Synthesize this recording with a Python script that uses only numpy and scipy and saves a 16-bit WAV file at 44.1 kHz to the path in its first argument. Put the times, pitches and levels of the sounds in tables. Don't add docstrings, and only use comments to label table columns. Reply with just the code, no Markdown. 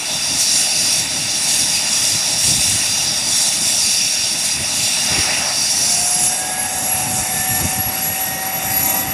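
import sys
import numpy as np
from scipy import signal
from scipy.fft import rfft, irfft, next_fast_len
from scipy.io import wavfile
from scipy.ndimage import uniform_filter1d, map_coordinates

SR = 44100
rng = np.random.default_rng(int(sys.argv[2]) if len(sys.argv) > 2 else 0)


def unload_wav(signal):
    wavfile.write(
        sys.argv[1],
        SR,
        np.round(np.clip(np.atleast_2d(signal).T, -1, 1) * 32767).astype(np.int16),
    )


N = 402633


def amp(db):
    return 10 ** (np.asarray(db) / 20)


def unit(x):
    return x / np.sqrt(np.mean(np.abs(x) ** 2) + 1e-20)


def curve(rows):
    times_s, values = np.transpose(rows)
    return np.interp(np.arange(N) / SR, times_s, values)


def wobble(rate_hz):
    knots = rng.standard_normal(int(N * rate_hz / SR) + 4)
    return map_coordinates(knots, [np.arange(N) * rate_hz / SR])


def filtered(x, response):
    size = next_fast_len(N + 8192)
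    gain = response(np.fft.rfftfreq(size, 1 / SR))
    return irfft(rfft(x, size) * gain, size)[..., :N]


def colour(points):
    f, db = np.transpose(points)
    return lambda hz: amp(np.interp(np.log(hz + 1), np.log(f + 1), db, left=-120, right=-120))


def resonances(modes):
    def response(hz):
        peaks = (amp(db) / (1 + ((hz - f) / width) ** 2) ** 1.29 for f, width, db in modes)
        return np.sqrt(sum(peak ** 2 for peak in peaks))
    return response


def rush(response, patchy_db):
    spectrum = signal.stft(rng.standard_normal(N), nperseg=512)[2]
    patches = uniform_filter1d(rng.standard_normal(spectrum.shape), size=7, axis=0)
    patches = uniform_filter1d(patches, size=16, axis=1)
    noise = signal.istft(spectrum * amp(patchy_db * unit(patches)), nperseg=512)[1][:N]
    return unit(filtered(noise, response))


def tone(pitch_hz, scatter, width_hz):
    noise = rng.standard_normal((2, N))
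    eddies = filtered(noise, lambda hz: (1 + (hz / width_hz) ** 2) ** -0.6 / (1 + (hz / 500) ** 2))
    fading = np.sqrt(1 - scatter) + np.sqrt(scatter) * unit(eddies[0] + 1j * eddies[1])
    phase = 2 * np.pi * np.cumsum(pitch_hz) / SR
    return unit(np.real(fading * np.exp(1j * phase)))


# t/s, level/dB
TREBLE_LEVEL = [(0.0, -28.5), (0.25, -27), (0.41, -19), (0.46, -22.5), (0.58, -19.5), (0.76, -25),
                (0.94, -19.5), (1.07, -27.5), (1.45, -24), (1.52, -17.5), (1.88, -24), (2.41, -22.5),
                (2.49, -17.5), (3.23, -27), (3.38, -20), (3.71, -22.5), (3.84, -20), (4.35, -26.5),
                (4.45, -23), (4.6, -28), (4.81, -22), (5.08, -25), (5.21, -22.5), (5.49, -26.5),
                (5.72, -21.5), (6.26, -19.5), (6.46, -28.5), (6.74, -25), (7.68, -22.5), (7.8, -29),
                (8.16, -24.5), (8.47, -32.5), (8.9, -22), (9.13, -32.5)]


def swell_db():
    treble_db = curve(TREBLE_LEVEL)
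    return treble_db - treble_db.mean()


# t/s, f/Hz
BLADE_PITCH = [(4.92, 9245), (5.2, 9525), (5.75, 10348), (6.05, 10774), (6.4, 11135), (6.65, 11235),
               (7.25, 11245), (7.95, 11368), (9.13, 11460)]


def power():
    return np.interp(curve(BLADE_PITCH), [9600, 11100], [0, 1])


def flow_db(idle_db, swell_share, power_db):
    return idle_db + swell_share * swell_db() + power_db * power()


# t/s, level/dB
BURNER_LEVEL = [(0, -33.5), (3.75, -33), (4.0, -36), (4.75, -34.5), (5.7, -33), (7.2, -30.5), (8.1, -32),
                (8.9, -29.5), (9.13, -31)]
# f/Hz, level/dB
ROAR_SPECTRUM = [(250, -34), (430, -11.5), (486, -25), (605, -2), (684, -4), (787, -2.5), (985, -7),
                 (1040, -11), (1170, -13), (1270, -8.5), (1640, -12), (1750, -8), (2280, -8), (3850, -120)]
JET_SPECTRUM = [(940, -37), (1600, -14.5), (1920, -0.5), (2080, -9.5), (2210, -1), (2450, 0), (2630, 6),
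                (2700, 1), (2770, 6), (2890, 1.5), (3140, -9), (3300, -9), (4290, -16), (7260, -120)]
CASING_SPECTRUM = [(1820, -58), (3040, 3), (3210, -37), (3470, 2.5), (3650, 9), (4180, -20), (4680, 4),
                   (5180, -35), (5680, 3), (5940, 1), (6200, -22), (8060, -33), (13600, -120)]
# f/Hz, width/Hz, level/dB
TAILPIPE_MODES = [(550, 77, 0)]
FLARE_START_S, FLARE_ATTACK_S, FLARE_HOLD_S, FLARE_RELEASE_S = 4.9, 0.23, 0.26, 0.18
FLARE_ROAR_DB, FLARE_JET_DB = 7, 5.5


def exhaust():
    flare_s = np.cumsum([FLARE_START_S, FLARE_ATTACK_S, FLARE_HOLD_S, FLARE_RELEASE_S])
    flare = np.interp(np.arange(N) / SR, flare_s, [0, 1, 1, 0])
    roar_db = curve(BURNER_LEVEL) + FLARE_ROAR_DB * flare + 0.17 * wobble(13)
    roar = amp(roar_db) * rush(colour(ROAR_SPECTRUM), patchy_db=1.54)
    jet_db = flow_db(-30, swell_share=0.3, power_db=-3.1) + FLARE_JET_DB * flare + 0.35 * wobble(14)
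    jet = amp(jet_db) * rush(colour(JET_SPECTRUM), patchy_db=1.6)
    casing_db = flow_db(-34, swell_share=0.27, power_db=-2.3)
    casing = amp(casing_db) * rush(colour(CASING_SPECTRUM), patchy_db=2.0)
    boom_db = np.interp(curve(BLADE_PITCH), [9500, 11200], [-62, -44])
    boom = amp(boom_db) * rush(resonances(TAILPIPE_MODES), patchy_db=1.5)
    return roar + jet + casing + boom


# t/s, level/dB
BLEED_LEVEL = [(0.0, -27), (0.53, -16.5), (0.64, -22), (0.91, -17.5), (1.09, -24.5), (1.5, -20),
               (3.63, -21.5), (3.81, -17.5), (4.63, -24.5), (4.65, -21), (5.29, -19.5), (5.39, -21),
               (5.85, -17), (6.48, -31.5), (7.58, -30), (8.67, -33.5), (8.72, -30), (9.13, -33)]


def bleed_db(mean_db, bleed_share, swell_share):
    hiss_db = curve(BLEED_LEVEL)
    return mean_db + bleed_share * (hiss_db - hiss_db.mean()) + swell_share * swell_db()


# f/Hz, width/Hz, level/dB
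DUCT_MODES = [(5558, 76, 0.5), (5755, 150, -3), (5720, 710, -7)]
THROAT_MODES = [(4507, 254, -7), (4824, 195, -0.5), (5020, 100, -9.5)]
OUTLET_MODES = [(3497, 225, -8.5), (3696, 170, -8.5), (4045, 130, -6)]
HOT_DUCT_RATIO = 1.009


def bleed_hiss(flicker_db):
    cool = rush(resonances(DUCT_MODES), patchy_db=0.5)
    hot = rush(lambda hz: resonances(DUCT_MODES)(hz / HOT_DUCT_RATIO), patchy_db=0.5)
    duct_db = bleed_db(-25.5, bleed_share=0.79, swell_share=0.29) + flicker_db + 1.02 * wobble(20)
    duct = amp(duct_db) * (np.sqrt(1 - power()) * cool + np.sqrt(power()) * hot)
    throat_db = bleed_db(-30, bleed_share=1.07, swell_share=0.03) + flicker_db + 0.69 * wobble(16)
    throat = amp(throat_db) * rush(resonances(THROAT_MODES), patchy_db=2.2)
    outlet_db = flow_db(-29.5, swell_share=0.5, power_db=-11.5) + flicker_db
    outlet = amp(outlet_db) * rush(resonances(OUTLET_MODES), patchy_db=1.5)
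    return duct + throat + outlet


# f/Hz, level/dB
LIP_TONES = [(4825, -36), (5580, -33)]
WHISTLE_FITS_DB = 4


def valve_whistles():
    lip = np.zeros(N)
    for hz, db in LIP_TONES:
        fits = amp(WHISTLE_FITS_DB * wobble(11))
        lip += amp(db) * unit(fits * tone(np.full(N, hz), scatter=0.96, width_hz=60))
    drive = amp(bleed_db(0, bleed_share=0.57, swell_share=0))
    return drive * np.sqrt(1 - power()) * lip


# f/Hz, width/Hz, level/dB
SIZZLE_PEAKS = [(5730, 450, -3.5), (6550, 260, -1.5), (7026, 260, -1), (7400, 290, -3), (7790, 390, -3),
                (8330, 300, -2), (9030, 280, 2), (9510, 240, -1.5), (10150, 440, -2.5), (10740, 350, -1.5),
                (11420, 330, -10.5), (12200, 330, -16), (13040, 300, -16), (13350, 350, -14),
                (14270, 370, -18.5), (15050, 450, -23)]


def intake(flicker_db):
    sizzle_db = flow_db(-22.5, swell_share=0.97, power_db=-0.2) + 1.9 * flicker_db
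    return amp(sizzle_db) * rush(resonances(SIZZLE_PEAKS), patchy_db=1.6)


# t/s, level/dB
WHINE_LEVEL = [(4.9, -38), (5.2, -31), (5.4, -51), (6.05, -23.5), (6.3, -21), (6.43, -31), (6.6, -21),
               (7.35, -30), (7.65, -21.5), (8.15, -24.5), (8.6, -26.5), (8.88, -17.5), (9.13, -24)]
BLADE_COUNT = 15


def compressor():
    blade_hz = curve(BLADE_PITCH)
    at_speed = np.interp(blade_hz, [10300, 10700], [0, 1])
    whine_db = curve(WHINE_LEVEL) + (1 - at_speed) * 0.72 * swell_db() + 1.6 * wobble(9)
    whine = amp(whine_db) * tone(blade_hz, scatter=0.48, width_hz=20)
    hum_db = curve(BURNER_LEVEL) - 16 * (1 - at_speed)
    hum = amp(hum_db) * tone(blade_hz / BLADE_COUNT, scatter=0.055, width_hz=13)
    return whine + hum


# t/s, f/Hz
MESH_PITCH = [(0, 1507), (5.2, 1500), (6.1, 1600), (6.5, 1656), (8.4, 1881), (9.13, 1956)]
# ratio to mesh pitch, level/dB
GEAR_TONES = [(1, -50.5), (.5, -46), (.603, -55), (.654, -55), (.981, -60)]
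# f/Hz, width/Hz, level/dB
HOUSING_MODES = [(838, 35, 3), (964, 5.9, 4), (1165, 12, 8), (1660, 21, 16.5), (1773, 18, 19),
                 (1878, 29, 18.5), (1940, 20, 10)]


def gearbox():
    mesh_hz = curve(MESH_PITCH)
    tones = []
    for ratio, db in GEAR_TONES:
        gear_hz = ratio * mesh_hz
        housing_gain = 1 + resonances(HOUSING_MODES)(gear_hz)
        tones.append(amp(db) * housing_gain * tone(gear_hz, scatter=0.27, width_hz=9))
    mesh, *stages = tones
    load_db = np.interp(mesh_hz, [1520, 1660], [-14, 0])
    return mesh + amp(load_db + 2.7 * wobble(5)) * sum(stages)


# t/s, level/dB
WASH_LEVEL = [(0, -39), (1.0, -35), (1.3, -36.5), (1.65, -35), (2.2, -36.5), (3.7, -37.5), (4.25, -40.5),
              (5.3, -36.5), (6.3, -37), (7.6, -33.5), (8.1, -36), (8.9, -32)]
# f/Hz, level/dB
WASH_SPECTRUM = [(15, -53), (25, -32), (74, -4), (97, -1), (237, 0), (301, -3), (355, -8.5), (458, -17),
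                 (520, -10), (680, -23), (1140, -120)]


def rotor_wash():
    rumble_db = curve(WASH_LEVEL) + 1.0 + 1.35 * wobble(14)
    return amp(rumble_db) * rush(colour(WASH_SPECTRUM), patchy_db=1.7)


# centre t/s, level/dB, half length/s
PUFF_EVENTS = [(2.153, -30, 0.017), (2.485, -24.5, .026), (2.568, -27, .026), (2.72, -28, 0.036),
               (3.117, -31, 0.024), (4.618, -29, 0.037), (5.127, -24.5, 0.014), (5.186, -22, 0.016),
               (6.975, -31.5, 0.033), (7.1, -29, 0.043), (7.207, -28.5, .016), (7.374, -26.5, 0.021),
               (7.523, -25, 0.02), (7.622, -23, .015), (7.656, -18, 0.0091), (7.78, -23, 0.017),
               (7.887, -27, .014), (8.678, -31, 0.019)]
# f/Hz, level/dB
PUFF_SPECTRUM = [(25, -30), (55, -7), (100, 5.5), (170, -1), (300, -8.5), (500, -22.5), (1200, -33)]


def wind_puffs():
    t = np.arange(N) / SR
    eddies = rush(colour(PUFF_SPECTRUM), patchy_db=4.5)
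    puffs = np.zeros(N)
    for centre_s, db, half_s in PUFF_EVENTS:
        near = np.abs(t - centre_s) < 4 * half_s
        envelope = np.exp(-0.5 * ((t[near] - centre_s) / half_s) ** 2)
        puff = envelope * eddies[near]
        puffs[near] += amp(db) * puff * np.linalg.norm(envelope) / np.linalg.norm(puff)
    return puffs


def scene():
    engine = compressor() + gearbox() + exhaust()
    flicker_db = 0.58 * wobble(16) + 0.3 * wobble(45)
    airflow = bleed_hiss(flicker_db) + intake(flicker_db) + valve_whistles()
    mono = engine + airflow + rotor_wash() + wind_puffs()
    return np.array([mono, mono])


BAND_LIMIT_HZ = 15500


def record(dry):
    return filtered(dry, lambda hz: hz < BAND_LIMIT_HZ)


dry = scene()
out = record(dry)
unload_wav(out)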